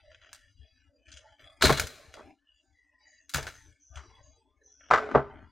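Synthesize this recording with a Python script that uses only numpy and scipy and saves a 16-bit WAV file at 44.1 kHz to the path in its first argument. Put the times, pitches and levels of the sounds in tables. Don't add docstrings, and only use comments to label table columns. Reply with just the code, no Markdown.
import sys
import numpy as np
from scipy import signal
from scipy.fft import rfft, irfft
from scipy.io import wavfile
from scipy.ndimage import uniform_filter1d

SR = 44100
rng = np.random.default_rng(int(sys.argv[2]) if len(sys.argv) > 2 else 0)


def generate_wav(sig):
    pcm = np.round(np.clip(np.atleast_2d(sig).T, -1, 1) * 32767).astype(np.int16)
    wavfile.write(sys.argv[1], SR, pcm)


N = 242991
TIME = np.arange(N) / SR

# (time [s], level [dB], brightness [dB per octave], chatter length [s])
SNAPS = [(.330, -43, 4, 0.19), (1.611, -35, -3, 0.33), (1.620, -25, -0.5, 0.041), (1.6235, -15, -1, 0.48),
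         (1.655, -17.5, -0.5, .25), (1.774, -32.5, -3, 0.22), (1.797, -21.5, 2.5, .11),
         (1.870, -36.5, 3.5, 0.0834), (2.140, -43.5, 0, 0.22), (3.294, -44.5, 6.5, 0.27),
         (3.338, -31, 2.5, .04), (3.3445, -21, 1, .15), (3.383, -30, -2, 0.26), (3.428, -39, 2.5, .04),
         (3.468, -34, -1, 0.26)]
KNOCKS = [(1.639, -18, -12, 0.2), (1.695, -15, -4, 0.13), (1.704, -28, 2, .15), (2.170, -43, -2.5, 0.2),
          (2.194, -42.5, -3, 0.17), (3.382, -30.5, 0, .07), (3.971, -44, 8, 0.29), (4.9103, -14, 3, 0.27),
          (4.936, -11.5, 3.5, 0.19), (5.089, -37, -2, 0.12), (5.113, -34, 2.5, 0.21),
          (5.149, -12, -3, 0.16), (5.173, -23.5, -3.5, 0.17)]
SKIDS = [(1.611, -34, -6.5, 0.19), (1.6235, -20.5, -3.5, 0.45), (1.641, -21, -1, 0.3),
         (1.774, -32.5, 4.5, 0.1)]
CREAKS = [(.116, -56, -2.5, 0.17), (.146, -50.5, -4, 0.027), (.215, -56.5, -3, 0.9),
          (1.082, -57.5, -2, 0.28), (1.117, -49, 5.5, 0.36), (1.171, -45, 4.5, 0.11),
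          (1.394, -55, -5.5, 0.27), (3.957, -44.5, 5.5, 0.125), (4.808, -55, -7, 0.6)]
# (time [s], level [dB], hardness [dB per octave])
THUDS = [(.592, -38, -36), (1.073, -45.5, -23), (1.134, -41.5, -42), (1.648, -14.5, -4.5),
         (1.697, -24.5, 9.5), (1.813, -37, -22), (3.347, -24, -1.5), (3.902, -39.5, -27.5),
         (3.958, -30.5, -38), (4.275, -49, -27.5), (4.91, -34, 3.5), (5.15, -24, 6.5)]

# (pitch [Hz], level [dB], time to fall by 60 dB [s])
PLASTIC_MODES = [(630, -8, .12), (1380, 0, .12), (1530, -2, .1), (1730, -3, .13), (2200, -7, .12),
                 (2850, -9, .12), (3370, -4, .16), (3990, -2, .18), (4390, -7, .08), (4790, -5, .14),
                 (5080, -8, .1), (6210, -7, .14), (6910, -10, .12), (8150, -14, .12)]
FRAME_MODES = [(407, 0, .28), (441, -2, .3), (598, -1, .22), (645, -1, .25), (775, -2, .15), (890, -3, .18),
               (1015, -3, .16), (1090, -3, .18), (1211, 3, .17), (1335, 3, .2), (1530, -1, .15),
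               (1720, -9, .2), (1978, -6, .16)]
TABLE_MODES = [(71, 0, .17), (86, -6, .13), (110, -6, .08), (138, 0, .17), (178, -7, .09), (240, -13, .07)]
BLADE_MODES = [(4000, -4, .08), (4140, 5, 0.13), (4320, -3.5, 0.056), (4800, -1, 0.11)]
THIN_TONES = [(2160, -7, .1), (2560, -9, .1), (2940, -7, .1), (3935, -2, .12), (4740, 1, .07),
              (5090, -8, .1), (5980, -9, .06)]

# (frequency [Hz], level [dB per Hz])
SNAP_COLOUR = [(30, -25.5), (100, -14.5), (250, -6), (700, -4.5), (1500, -1.5), (2200, 0), (2900, -4.5),
               (4100, -8.5), (5500, -7), (7500, -11), (10000, -13), (15500, -16.5)]
KNOCK_COLOUR = [(30, -36), (70, -14), (140, -16), (240, -4.5), (400, 0), (800, 2.5), (1350, 1.5),
                (1900, -6), (2400, -14), (3500, -22.5), (5000, -29), (7500, -37.5), (9500, -58.5),
                (15000, -60)]
BLADE_COLOUR = [(500, -28.5), (2800, -15), (3700, -0.5), (4500, -8), (5400, -12), (7000, -9.5),
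                (10000, -19.5), (15500, -29)]
CREAK_COLOUR = [(100, -29.5), (400, -15), (650, -10.5), (1100, -9.5), (1500, -2.5), (2300, 0.5),
                (3200, 5.5), (4200, -23.5), (4900, -10.5), (6300, -4.5), (8000, -21.5), (10000, -33.5),
                (15000, -49)]
RUB_COLOUR = [(100, -15.5), (300, 0.5), (430, -7.5), (620, 0.5), (900, -5.5), (1300, -13.5), (2000, -9.5),
              (3500, -25), (12000, -56)]
RUSTLE_COLOUR = [(500, -27.5), (1300, -9.5), (1800, 5.5), (2500, 4), (3300, 3), (4300, -14), (5000, -5),
                 (6500, -9.5), (9000, -14), (15000, -29)]
RUMBLE_COLOUR = [(15, -25.5), (30, -16), (45, -3.5), (75, 25.5), (110, -29.5), (170, -29.5), (300, -32.5),
                 (1000, -63.5)]
AIR_COLOUR = [(25, -12.5), (70, 6), (150, -25.5), (290, 3), (430, -27), (600, -23), (900, -18.5),
              (1800, -23), (3000, -23.5), (6000, -21), (10000, -32), (15000, -41.5)]

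MOVES = [(-.03, .55, -65.5, -69.5, -65.5), (0.551, .33, -65.5, -74, -69), (1.041, .3, -70, -68, -62.5),
         (1.384, .22, -63, -65.5, -61), (1.605, 0.24, -39, -43.5, -39.5), (1.868, 0.45, -61, -54, -61),
         (2.978, 0.083, -78.5, -70, -80), (3.332, .14, -48, -54.5, -62), (3.5, 0.23, -63, -66, -65),
         (3.919, 0.29, -60, -59.5, -65), (4.22, 1, -70.5, -68.5, -95), (4.92, 0.27, -54, -39.5, -61.5),
         (5.168, 0.3, -48, -50.5, -84)]
# (arms [dB], frame [dB], fingers [dB])
RESTING_DB = [-82.5, -75.5, -73]
# (start [s], length [s], level [dB])
THIN_TONE_SPELLS = [(0, 0.65, -75), (0.649, 0.16, -73.5), (1.194, 0.16, -77.5), (2.5, 0.344, -83),
                    (2.989, 0.2, -68), (3.96, 0.44, -71)]
# (time [s], length [s], start pitch [Hz], level [dB])
WHISTLES = [(1.234, 0.15, 873, -60), (2.457, 0.19, 2920, -65.5), (2.535, 0.3, 7000, -79),
            (2.716, 0.62, 2020, -66), (3.039, 0.24, 1943, -58.5), (3.057, 0.24, 6750, -65.5),
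            (3.533, 0.19, 6300, -60), (3.794, 0.35, 6180, -60.5), (4.224, 0.16, 6590, -63.5),
            (4.632, 0.41, 6090, -57.5)]

# (frequency [Hz], time to fall by 60 dB [s])
ROOM_T60 = [(100, 0.33), (300, 0.79), (700, 0.21), (1800, 1), (5000, 0.93), (13000, 0.74)]
# (frequency [Hz], level [dB])
ROOM_SEND = [(100, -10), (400, -26), (1500, -21.5), (5000, -17.5), (13000, -16.5)]
# (frequency [Hz], gain [dB])
SIDE_GAIN = [(60, -28.5), (300, -17), (2000, -19), (4500, -23), (6500, -10.5), (8000, 0.5), (10000, -7.5),
             (13000, -10)]
# (frequency [Hz], left minus right [dB])
LEFT_LEAN = [(60, 11), (130, 1.5), (250, 9.5), (500, -5), (1000, 0.76), (3000, 2.5), (8000, 0.5),
             (13000, 0)]
# (frequency [Hz], threshold [dB])
GATE = [(60, -53), (180, -52), (350, -52.5), (1100, -58), (2200, -60.5), (5000, -69), (8000, -73),
        (11000, -79.5), (15000, -74)]

MOVE_RISE_S, MOVE_SAG_DB_PER_S, MOVE_RELEASE_S = .03, 8, .015
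REBOUND_GAP_S, REBOUND_SPREAD_DB = .011, 3
TOUCH_S, TOUCH_DB = .0065, -14.5
WHISTLE_SAG_PER_S, WHISTLE_WIDTH = .24, .06
DRAG_START_S, DRAG_END_S = 4.99, 5.135
EDGE_HZ = 15950


def amp(db):
    return 10 ** (np.asarray(db) / 20)


def unit(x):
    return x / np.sqrt(np.mean(x ** 2) + 1e-20)


def read(points, hz):
    f, value = np.transpose(points)
    return np.interp(np.log(hz + 1), np.log(f + 1), value)


def freqs(x):
    return np.fft.rfftfreq(x.shape[-1], 1 / SR)


def shaped(x, db):
    return irfft(rfft(x) * amp(db), x.shape[-1])


def add(mix, s, sound):
    part = mix[:, max(round(s * SR), 0):][:, :sound.shape[-1]]
    part += sound[:, :part.shape[-1]]


def air(db=-75):
    hiss = rng.standard_normal((2, N))
    return amp(db) * unit(shaped(hiss, read(AIR_COLOUR, freqs(hiss))))


def swell(s, length):
    t = np.maximum(TIME - s, 0)
    rise = np.minimum(t / MOVE_RISE_S, 1)
    release = np.exp(-np.maximum(t - length, 0) / MOVE_RELEASE_S)
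    return rise * amp(-MOVE_SAG_DB_PER_S * t) * release


def effort():
    power = sum((amp(db)[:, None] * swell(s, length)) ** 2 for s, length, *db in MOVES)
    return np.sqrt(power + amp(RESTING_DB)[:, None] ** 2)


def friction(colour, per_s, spread_db, patchy_db):
    happens = rng.random(N) < per_s / SR
    size = amp(spread_db * np.minimum(rng.exponential(1, N), 4)) * happens
    hz, _, z = signal.stft(size * rng.standard_normal((2, N)), SR, nperseg=1024)
    patches = rng.standard_normal(z.shape[1:])
    patches = uniform_filter1d(patches, size=5, axis=0)
    patches = uniform_filter1d(patches, size=9, axis=1)
    z = z * amp(read(colour, hz)[:, None] + patchy_db * unit(patches))
    return unit(signal.istft(z, SR, nperseg=1024)[1][:, :N])


def sing(x, modes, body_db, width_hz):
    body = sum(amp(db) / (1 + 2j * (freqs(x) - hz) / width_hz) for hz, db, _ in modes)
    ringing_body = unit(irfft(rfft(x) * body, N))
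    return unit(x + amp(body_db) * ringing_body)


def handling(rumble_db=-0.5, rub_db=0.5, rustle_db=-2.5):
    arms, frame, fingers = effort()
    rumble = friction(RUMBLE_COLOUR, per_s=720, spread_db=2.8, patchy_db=4)
    rub = friction(RUB_COLOUR, per_s=1800, spread_db=2, patchy_db=6)
    rub = sing(rub, FRAME_MODES, body_db=1.5, width_hz=34)
    rustle = friction(RUSTLE_COLOUR, per_s=1200, spread_db=1.5, patchy_db=7)
    rustle = sing(rustle, PLASTIC_MODES, body_db=-2, width_hz=45)
    return amp(rumble_db) * arms * rumble + amp(rub_db) * frame * rub + amp(rustle_db) * fingers * rustle


def thin_tones():
    noise = rng.standard_normal((2, N))
    hz = freqs(noise)
    peaks = sum(amp(db) / (1 + (t60 * (hz - f) / np.log(10)) ** 2) for f, db, t60 in THIN_TONES)
    level = sum(amp(db) * swell(s, length) for s, length, db in THIN_TONE_SPELLS)
    return unit(irfft(rfft(noise) * peaks, N)) * level


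def resonances(modes, hz, width_hz):
    def peaks(width):
        return sum(amp(db) ** 2 / (1 + (2 * (hz - f) / width) ** 2) for f, db, _ in modes)
    power = peaks(width_hz)
    smooth = peaks(10 * width_hz) / 10
    return 10 * np.log10((power + smooth / 2) / (smooth + smooth / 2))


def ring(modes, t, tilt_db, spread_db):
    hz, db, t60 = np.transpose(modes)[:, :, None]
    uneven_db = spread_db * rng.standard_normal((2, len(modes), 1))
    size = amp(db + tilt_db * np.log2(hz) + uneven_db)
    size /= np.sqrt((size ** 2).sum(1, keepdims=True) / 2)
    tones = np.sin(2 * np.pi * (hz * t + rng.random(size.shape)))
    return (size * amp(-60 * t / t60) * tones).sum(1)


def chatter(t, length_s, rebound_db, t60, count=30):
    at = np.cumsum(REBOUND_GAP_S * (.5 + rng.random(count)))
    size = amp(rebound_db - 60 * at / length_s + REBOUND_SPREAD_DB * rng.standard_normal(count))
    energy = np.bincount(np.round(at * SR).astype(int), size ** 2, len(t))[:len(t)]
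    energy = energy + (t == 0)
    keep = amp(-60 / (t60 * SR)) ** 2
    return np.sqrt(signal.lfilter([1], [1, -keep], energy))


def blows(rows, colour, modes, ring_db, crack_db, crack_s, rise_s, width_hz, soft_db, t60, rebound_db):
    out, t = np.zeros((2, N)), np.arange(2 ** 14) / SR
    hz = freqs(t)
    body_db = read(colour, hz) + resonances(modes, hz, width_hz)
    octaves_above_7k = np.log2(np.maximum(hz / 7000, 1))
    usual_s = np.median(np.transpose(rows)[-1])
    hardest_db = max(row[1] for row in rows)
    lag = np.exp(-2 / (rise_s * SR))
    for s, db, tilt_db, chatter_s in rows:
        gentle = (hardest_db - db) / 20
        tone_db = body_db + tilt_db * np.log2(np.maximum(hz, 250)) + soft_db * gentle * octaves_above_7k
        crowd = unit(shaped(rng.standard_normal((2, len(t))), tone_db))
        crack = amp(crack_db) * np.exp(-t / crack_s)
        envelope = chatter(t, chatter_s, rebound_db, t60) + crack
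        envelope = signal.lfilter([(1 - lag) ** 2], np.poly([lag, lag]), envelope)
        free = min(chatter_s / usual_s, 1)
        tones = ring(modes, t, tilt_db, spread_db=7.5) * (1 - np.exp(-t / rise_s)) ** 2
        add(out, s, amp(db) * (crowd * envelope + free * amp(ring_db) * tones))
    return out


def creaks():
    return blows(CREAKS, CREAK_COLOUR, PLASTIC_MODES, ring_db=-3, crack_db=-13, crack_s=.002,
                 rise_s=.0004, width_hz=140, soft_db=1.5, t60=.041, rebound_db=1.5)


def snaps():
    return blows(SNAPS, SNAP_COLOUR, PLASTIC_MODES, ring_db=-12, crack_db=-4, crack_s=.00046,
                 rise_s=.00025, width_hz=130, soft_db=-7, t60=.047, rebound_db=-2.5)


def table(rise_s=0.01, low_cut_hz=58):
    out, t = np.zeros((2, N)), np.arange(SR // 2) / SR
    hz, db, t60 = np.transpose(TABLE_MODES)[:, :, None]
    for s, level, tilt_db in THUDS:
        size = amp(db + tilt_db * np.log2(hz / hz[0]))
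        sound = (size * amp(-60 * t / t60) * np.sin(2 * np.pi * hz * t)).sum(0)
        add(out, s, amp(level) * sound[None] * (1 - np.exp(-t / rise_s)))
    return signal.sosfilt(signal.butter(2, low_cut_hz, "high", fs=SR, output="sos"), out)


def whistles(rise_share=0.08):
    out, t = np.zeros((2, N)), np.arange(SR // 2) / SR
    for s, length, hz, db in WHISTLES:
        fuzz = rng.standard_normal((2, len(t)))
        half_width_hz = WHISTLE_WIDTH * hz / 2
        fuzz = unit(shaped(fuzz, -20 * np.log10(1 + (freqs(fuzz) / half_width_hz) ** 2)))
        progress = np.minimum(t / length, 1)
        turns = np.cumsum(hz * (1 - WHISTLE_SAG_PER_S * t)) / SR
        envelope = np.minimum(progress / rise_share, 1) * np.sqrt(1 - progress)
        add(out, s, amp(db) * envelope * fuzz * np.sin(2 * np.pi * turns))
    return out


def skids():
    return blows(SKIDS, BLADE_COLOUR, BLADE_MODES, ring_db=-16, crack_db=-11, crack_s=.00049,
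                 rise_s=.0004, width_hz=110, soft_db=-11, t60=.095, rebound_db=-4.5)


def landings():
    touches = [(s - TOUCH_S, db + TOUCH_DB, tilt_db, TOUCH_S) for s, db, tilt_db, _ in KNOCKS]
    return KNOCKS + touches


def knocks():
    return blows(landings(), KNOCK_COLOUR, FRAME_MODES, ring_db=-11.5, crack_db=-23, crack_s=.00049,
                 rise_s=.0004, width_hz=68, soft_db=-5, t60=.055, rebound_db=-2)


def drag(start_hz=445, end_hz=405, width_hz=30, db=-39):
    t = np.arange(SR // 4) / SR
    progress = np.minimum(t / (DRAG_END_S - DRAG_START_S), 1)
    shake = rng.standard_normal((2, len(t)))
    shake = unit(shaped(shake, -20 * np.log10(1 + (freqs(shake) / width_hz) ** 2)))
    judder = 1 + .5 * shake
    turns = np.cumsum(start_hz + (end_hz - start_hz) * progress) / SR
    envelope = np.sqrt(abs(np.sin(np.pi * progress)))
    out = np.zeros((2, N))
    add(out, DRAG_START_S, amp(db) * judder * envelope * np.sin(2 * np.pi * turns))
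    return out


def room(x, build_s=0.015):
    hz, t, z = signal.stft(rng.standard_normal((2, SR)), SR, nperseg=256)
    t60 = read(ROOM_T60, hz)[:, None]
    even_energy = np.sqrt(2 * np.log(1000) / (t60 * SR))
    z = z * amp(read(ROOM_SEND, hz)[:, None] - 60 * t / t60) * even_energy
    tail = signal.istft(z, SR, nperseg=256)[1][:, :SR]
    tail = tail * (1 - np.exp(-TIME[:SR] / build_s))
    return signal.fftconvolve(x[:1], tail, axes=1)[:, :N]


def ports(x):
    hz = freqs(x)
    common, side = x[0], shaped(x[1], read(SIDE_GAIN, hz))
    lean_db = read(LEFT_LEAN, hz) / 2
    return np.array([shaped(common + side, lean_db), shaped(common - side, -lean_db)])


def scene():
    hits = creaks() + snaps() + table() + skids() + knocks() + drag()
    quiet = air() + handling() + thin_tones() + whistles()
    return ports(hits + room(hits) + quiet)


def suppress(x, depth_db=-16):
    hz, _, z = signal.stft(x, SR, nperseg=2048)
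    power = uniform_filter1d((abs(z) ** 2).mean(0), size=2, axis=1) * 2048 / 1.5
    over = (np.maximum(power, 0) / amp(read(GATE, hz))[:, None] ** 2) ** 2
    gain = np.maximum(over / (1 + over), amp(depth_db))
    return signal.istft(z * gain, SR, nperseg=2048)[1][:, :N]


def record(dry):
    low_pass = signal.firwin(511, EDGE_HZ, window=("kaiser", 9), fs=SR)
    return signal.oaconvolve(suppress(dry), low_pass[None], "same")


dry = scene()
out = record(dry)
generate_wav(out)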